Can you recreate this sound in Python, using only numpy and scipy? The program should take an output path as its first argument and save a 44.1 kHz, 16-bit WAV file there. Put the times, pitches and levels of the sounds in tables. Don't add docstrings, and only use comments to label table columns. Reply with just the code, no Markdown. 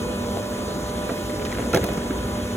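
import sys
import numpy as np
from scipy import signal
from scipy.fft import rfft, irfft, next_fast_len
from scipy.io import wavfile

SR = 44100
rng = np.random.default_rng(int(sys.argv[2]) if len(sys.argv) > 2 else 0)


def store_pcm(level_fs):
    pcm = np.round(np.clip(level_fs, -1, 1) * 32767).astype(np.int16)
    wavfile.write(sys.argv[1], SR, np.atleast_2d(pcm).T)


N = 112896
TIME = np.arange(N) / SR


def from_db(db):
    return 10 ** (np.asarray(db) / 20)


def in_time(rows):
    seconds, *columns = np.transpose(rows)
    return [np.interp(TIME, seconds, column) for column in columns]


def at_hz(points, hz):
    point_hz, value = np.transpose(points)
    return np.interp(np.log(hz), np.log(point_hz), value)


def blend(zones_hz, columns, hz):
    total = 0
    for one_zone, column in zip(np.eye(len(columns)), columns):
        weight = np.interp(np.log(hz), np.log(zones_hz), one_zone)
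        total = total + weight * column
    return total


def drift(rate_hz):
    pole = np.exp(-200 * np.pi * rate_hz / SR)
    steps = rng.standard_normal(N // 100 + 1002)
    slow = signal.lfilter([1], [1, -2 * pole, pole * pole], steps)[1000:]
    slow = (slow - slow.mean()) / slow.std()
    return np.interp(np.arange(N) / 100, np.arange(len(slow)), slow)


def bandpass(x, edges_hz):
    return signal.sosfilt(signal.butter(2, edges_hz, "band", fs=SR, output="sos"), x)


def clicks(seconds, heights):
    out = np.full(N, 1e-18)
    np.add.at(out, (seconds * SR).astype(int), heights)
    return out


def ring(x, hz, t60):
    radius = from_db(-60 / (t60 * SR))
    angle = 2 * np.pi * hz / SR
    return signal.lfilter([0, np.sin(angle)], [1, -2 * radius * np.cos(angle), radius * radius], x)


def fade(power, t60):
    return signal.lfilter([1], [1, -from_db(-120 / (t60 * SR))], power)


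def swell(start, hz, db, rise):
    age = np.maximum(TIME - start, 0)
    envelope = (age / rise * np.exp(1 - age / rise)) ** 2
    return from_db(db) * envelope * np.sin(2 * np.pi * hz * age)


def tone(hz, db, lead, wander):
    phase = 2 * np.pi * (hz * TIME + rng.random()) + wander * drift(1.56)
    return np.sqrt(2) * from_db(db) * np.sin([phase + lead, phase])


# frequency in Hz, correlation from 0 to 1.
LIKENESS = [(60, .997), (180, .993), (380, .8), (560, .8), (900, .45), (1700, .5), (2700, .15), (3700, .78),
            (6000, .85), (15000, .82)]


def noise_bands():
    edges = 22 * 2 ** (np.arange(30) / 3)
    white = rng.standard_normal((2, 2, N + 8000)) * np.sqrt(SR / 4)
    for k, band_edges in enumerate(zip(edges, edges[1:])):
        mid, side = bandpass(white[k % 2], band_edges)[:, -N:]
        centre_hz = np.sqrt(np.prod(band_edges))
        alike = np.clip(at_hz(LIKENESS, centre_hz), 0, 1)
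        yield centre_hz, np.sqrt(1 + alike) * mid + np.sqrt(1 - alike) * side * [[1], [-1]]


# start in seconds, then relative levels of thud, body, clank and tick in dB.
KNOCKS = [(.371, -34, -19, -43, -53), (1.0942, -34, -25.5, -29, -61), (1.0987, -35, -35, -24, -58),
          (1.106, -43, -24, -36, -55), (1.118, -28, -26, -38, -50), (1.297, -45, -40, -24, -42),
          (1.451, -48, -52, -22, -31), (1.455, -46, -40, -28, -34), (1.506, -48, -34, -30, -45),
          (1.517, -52, -42, -28, -35), (1.526, -52, -39, -23, -38), (1.549, -50, -44, -26, -40),
          (1.585, -35, -28, -22.5, -43), (1.595, -24, -25.5, -26, -57), (1.624, -45, -40, -23.5, -48),
          (1.660, -44, -26, -38, -39), (1.731, -45, -42, -36, -24), (1.734, -42, -24, -17, -38),
          (1.738, -36, -16, -20, -32), (1.746, -15, -16.5, -12.5, -18), (1.752, -18.5, -16.5, -37, -31),
          (1.758, -27, -22.5, -27, -26), (1.7624, -17.5, -23, -22, -30), (1.77, -28, -14, -35, -40),
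          (1.7726, -41, -20, -24, -22.5), (1.7751, -25, -17.5, -28, -37), (1.834, -26, -27.5, -28, -46),
          (1.8401, -26, -34, -24, -29), (1.8431, -29, -23.5, -29, -27), (1.866, -25, -34, -36, -29),
          (1.8881, -35, -21.5, -21, -47), (1.905, -17, -35, -32, -49), (1.936, -41, -28, -35, -41),
          (1.975, -39, -29, -26, -35), (2.108, -36, -32, -22.5, -59)]
KNOCK_ZONES_HZ = [200, 550, 1700, 7000]
# frequency in Hz, relative level in dB, 60 dB decay in seconds.
MODES = [(129, -7, 0.076), (206, -6.5, 0.11), (300.6, -6, 0.096), (416, -2.5, 0.027), (508.3, -4, 0.066),
         (676, -3, 0.048), (828, -15.5, 0.042), (1054, -18, 0.079), (1320, -7, 0.022), (1610, -11, 0.027),
         (1910, -14, 0.033), (2078, -15, 0.029), (3340, -17, 0.033), (5370, -0.5, 0.0065),
         (6340, -10, 0.038)]


def mould_modes():
    seconds, *levels = np.transpose(KNOCKS)
    out = np.zeros(N)
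    for hz, mode_db, t60 in MODES:
        strike_db = mode_db + blend(KNOCK_ZONES_HZ, levels, hz) + rng.normal(0, 0.4, len(seconds))
        out += ring(clicks(seconds, from_db(strike_db)), hz, t60)
    return out


# frequency in Hz, relative level in dB per Hz.
CRACK = [(100, -80), (400, -25), (1000, -43), (2200, -42.5), (4000, -40), (6000, -53), (11000, -46.5),
         (15500, -56)]
CRACK_T60_S, CRACK_SHORTENING = 0.059, 0.44
TAIL_DB, TAIL_T60_S = -17.5, 0.19


def mould_crack():
    seconds, *levels = np.transpose(KNOCKS)
    lowest_hz = CRACK[0][0]
    out = np.zeros((2, N))
    for hz, band in noise_bands():
        if hz <= lowest_hz:
            continue
        power = clicks(seconds, from_db(blend(KNOCK_ZONES_HZ, levels, hz)) ** 2)
        crack = fade(power, CRACK_T60_S / (hz / 1000) ** CRACK_SHORTENING)
        tail = from_db(TAIL_DB) ** 2 * fade(power, TAIL_T60_S)
        out += band * from_db(at_hz(CRACK, hz)) * np.sqrt(crack + tail)
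    return out


# start in seconds, frequency in Hz, peak in dB.
THUMPS = [(1.113, 246, -21.5), (1.760, 135, -28), (1.812, 82.5, -16), (1.834, 195, -21),
          (1.972, 198, -14.5), (2.104, 258, -17), (2.245, 85, -20)]
THUMP_RISE_S = 0.0062
# start in seconds, frequency in Hz, peak in dB,
# rise in seconds.
CLINKS = [(1.0928, 1380, -25.5, 0.0014), (1.092, 2390, -33.5, 0.0019), (1.0957, 1120, -29, 0.0025),
          (1.093, 533, -24, 0.0022), (1.4504, 3090, -31, 0.0012), (1.517, 2220, -34, 0.003),
          (1.526, 1980, -33, 0.0021), (1.731, 2520, -30, 0.0027), (1.732, 1382, -19, 0.0069),
          (1.7454, 5650, -17.5, 0.001), (1.7615, 2140, -21.5, 0.0012), (1.770, 810, -33, .004),
          (1.773, 1644, -21.5, 0.0023), (1.8422, 2450, -29, 0.0011)]


def clamp():
    thumps = sum(swell(start, hz, db, THUMP_RISE_S) for start, hz, db in THUMPS)
    clinks = sum(swell(start, hz, db, rise) for start, hz, db, rise in CLINKS)
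    return thumps + clinks


# start in seconds, relative level in dB.
TICKS = [(1.741, -34), (1.7493, -22), (1.7583, -29), (1.7625, -33), (1.7694, -34), (1.772, -27),
         (1.8345, -34), (1.8407, -22), (1.8437, -24), (1.858, -36), (1.8642, -29), (1.8893, -30),
         (1.933, -33), (1.9735, -33)]
# frequency in Hz, relative level in dB, 60 dB decay in seconds.
PIN_MODES = [(10360, -6.5, 0.0083), (11360, -6, 0.0077), (12200, -10, 0.0074), (14300, -7, .008),
             (15200, -11, .008)]


def pins():
    seconds, tick_db = np.transpose(TICKS)
    out = np.zeros(N)
    for hz, mode_db, t60 in PIN_MODES:
        strike_db = tick_db + mode_db + rng.normal(0, 2.2, len(seconds))
        out += ring(clicks(seconds, from_db(strike_db)), hz, t60)
    return out


# time in seconds, relative level of the contacts in dB.
SLIDE = [(0, -62), (1.2, -41), (1.5, -27), (1.7, -34), (1.95, -35), (2.2, -39), (2.56, -36)]
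RATTLES_PER_S, RATTLE_HZ, RATTLE_OCTAVES = 70, 1880, 0.51


def rattle():
    slide_db, = in_time(SLIDE)
    hits = rng.random(N) < RATTLES_PER_S / SR
    power = hits * from_db(slide_db + 1.5 * rng.standard_normal(N)) ** 2 + 1e-18
    grit = rng.standard_normal((2, N)) * np.sqrt(fade(power, t60=0.036))
    edges_hz = RATTLE_HZ * 2 ** (RATTLE_OCTAVES * np.array([-1, 1]))
    return from_db(5.5) * bandpass(grit, edges_hz)


PUMP_HZ = [199.2, 238.8, 597.6]
# time in seconds, then one RMS level in dB for each of the three tones.
PUMP_LEVELS = [(0, -35, -32.5, -37.5), (.3, -35.5, -37, -38), (.7, -40, -40.5, -36.5), (1.0, -45, -44, -36),
               (1.35, -45, -38.5, -38), (1.65, -42, -38, -37), (1.95, -37, -34.5, -38.5),
               (2.25, -36, -34, -40.5), (2.56, -35, -35, -38.5)]
# multiple of the shaft rate (rounded to a whole number when played),
# mean RMS level in dB, lead of the left side in radians per kHz, waver in dB (its sign does not matter).
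HUM = [(3, -41.5, -0.5, 3), (5, -45, -1.5, 5.5), (19, -44.5, 2.5, 2.5), (21, -46, 2, 4), (24, -47, 2, 3.5),
       (25, -44, -0.2, 1.5), (40, -48.5, 1.53, 4), (48, -52, -0.5, 1), (50, -41.5, 1.5, 0.9),
       (60, -50, 1.67, 3.5), (72.53, -51.5, 0.68, 2.5), (90.25, -57.5, 0.5, -2.5), (110.3, -60, 1.3, 5),
       (164, -56, -1.5, 2.5), (181.5, -61, 4, 5)]
SHAFT_HZ = 19.92


def hum():
    out = np.zeros((2, N))
    for hz, db in zip(PUMP_HZ, in_time(PUMP_LEVELS)):
        out += tone(hz, db + 1.84 * drift(7.9), lead=0.027, wander=0.266)
    for multiple, db, lead_per_khz, waver_db in HUM:
        hz = np.round(multiple) * SHAFT_HZ
        lead = lead_per_khz * hz / 1000
        out += tone(hz, db + waver_db * drift(4.7), lead, wander=0.16 * waver_db)
    return out


WHINE_RATES_HZ = [238.6, 239.07]
# frequency in Hz, mean peak level of each overtone in dB.
WHINE = [(3000, -58), (5900, -59.5), (6200, -86), (6440, -58.5), (6700, -62), (7650, -69.5), (8110, -54),
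         (8350, -55), (8590, -57), (9050, -55), (9300, -81), (9780, -56.5), (10020, -60.5), (10500, -65),
         (11200, -71), (13100, -77), (14080, -65), (14316, -60), (14600, -65), (15800, -73)]
# frequency in Hz, mean peak level of each overtone in dB.
SECOND_WHINE = [(3000, -83), (5800, -64), (6500, -57.5), (6930, -57), (7200, -58.5), (8600, -65),
                (10000, -61.5), (12000, -70.5), (15800, -73)]
WHINE_SCATTER_DB, WHINE_WAVER_DB = 0.5, 2.8


def whine():
    out = np.zeros(N)
    for rate, spectrum in zip(WHINE_RATES_HZ, (WHINE, SECOND_WHINE)):
        turns = rate * TIME + 0.0038 * drift(0.81)
        for k in range(13, 67):
            db = at_hz(spectrum, k * rate) + WHINE_SCATTER_DB * rng.normal() + WHINE_WAVER_DB * drift(4.0)
            out += from_db(db) * np.sin(2 * np.pi * (k * turns + rng.random()))
    return out


WHISTLE_HZ, WHISTLE_DB, WHISTLE_FADE_DB_PER_S = 2499, -50, 0.5


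def whistle():
    db = WHISTLE_DB - WHISTLE_FADE_DB_PER_S * TIME + 3 * drift(3)
    return tone(WHISTLE_HZ, db, lead=2.5, wander=0.23)


# frequency in Hz, relative level in dB per Hz.
NOISE = [(25, -84), (38, -58.5), (54, -52.5), (75, -53), (150, -58), (280, -55.5), (400, -59.5), (520, -61),
         (650, -66.5), (850, -72.5), (1100, -68), (1450, -73), (2000, -76), (2600, -88), (3400, -72.5),
         (5000, -87.5), (7000, -78.5), (9000, -88.5), (12000, -86), (15500, -98.5)]
# time in seconds, then offsets of rumble, oil flow, upper middle and hiss in dB.
NOISE_LEVELS = [(0, -1, 2, -1.5, -1), (.35, -4.5, 1.5, -1, 0), (.75, -1, 0.5, -0.5, -1),
                (1.13, -2.5, 0.5, 0, 1.5), (1.35, -1.5, -1, -2.5, 0), (1.65, -1.5, 2, -1.5, 1),
                (1.86, -3.5, 3.5, 0, 1.5), (2.05, -4, 1.5, -0.5, -1), (2.3, 1, 0, -0.5, -0.5),
                (2.56, -6, -2.5, 0, -1)]
NOISE_ZONES_HZ = [150, 500, 1800, 7000]
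FLICKER_DB = 1.5


def factory():
    levels = in_time(NOISE_LEVELS)
    out = np.zeros((2, N))
    for hz, band in noise_bands():
        db = at_hz(NOISE, hz) + blend(NOISE_ZONES_HZ, levels, hz) + FLICKER_DB * drift(16.0)
        out += band * from_db(db)
    return out


def scene():
    contacts = mould_modes() + mould_crack() + clamp() + pins() + rattle()
    drive = hum() + whine() + whistle()
    return contacts + drive + factory()


# frequency in Hz, right over left in dB.
RIGHT_PORT = [(180, 0), (350, 1.4), (600, 1.6), (1100, 1.3), (1800, 0)]
PORT_LAG_S, PORT_ONSET_HZ = .0002326, 2450
CUTOFF_HZ = 15780


def record(dry):
    size = next_fast_len(N + SR)
    hz = np.arange(size // 2 + 1) * SR / size
    lag = np.exp(-2j * np.pi * PORT_LAG_S * np.maximum(hz - PORT_ONSET_HZ, 0))
    lean = from_db(at_hz(RIGHT_PORT, hz + 1) / 2)
    responses = np.array([1 / lean, lag * lean])
    ports = irfft(rfft(dry, size) * responses, size)[:, :N]
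    ports = signal.sosfilt(signal.butter(4, 44, "high", fs=SR, output="sos"), ports)
    return signal.sosfilt(signal.ellip(12, .1, 80, CUTOFF_HZ, fs=SR, output="sos"), ports)


dry = scene()
out = record(dry)
store_pcm(out)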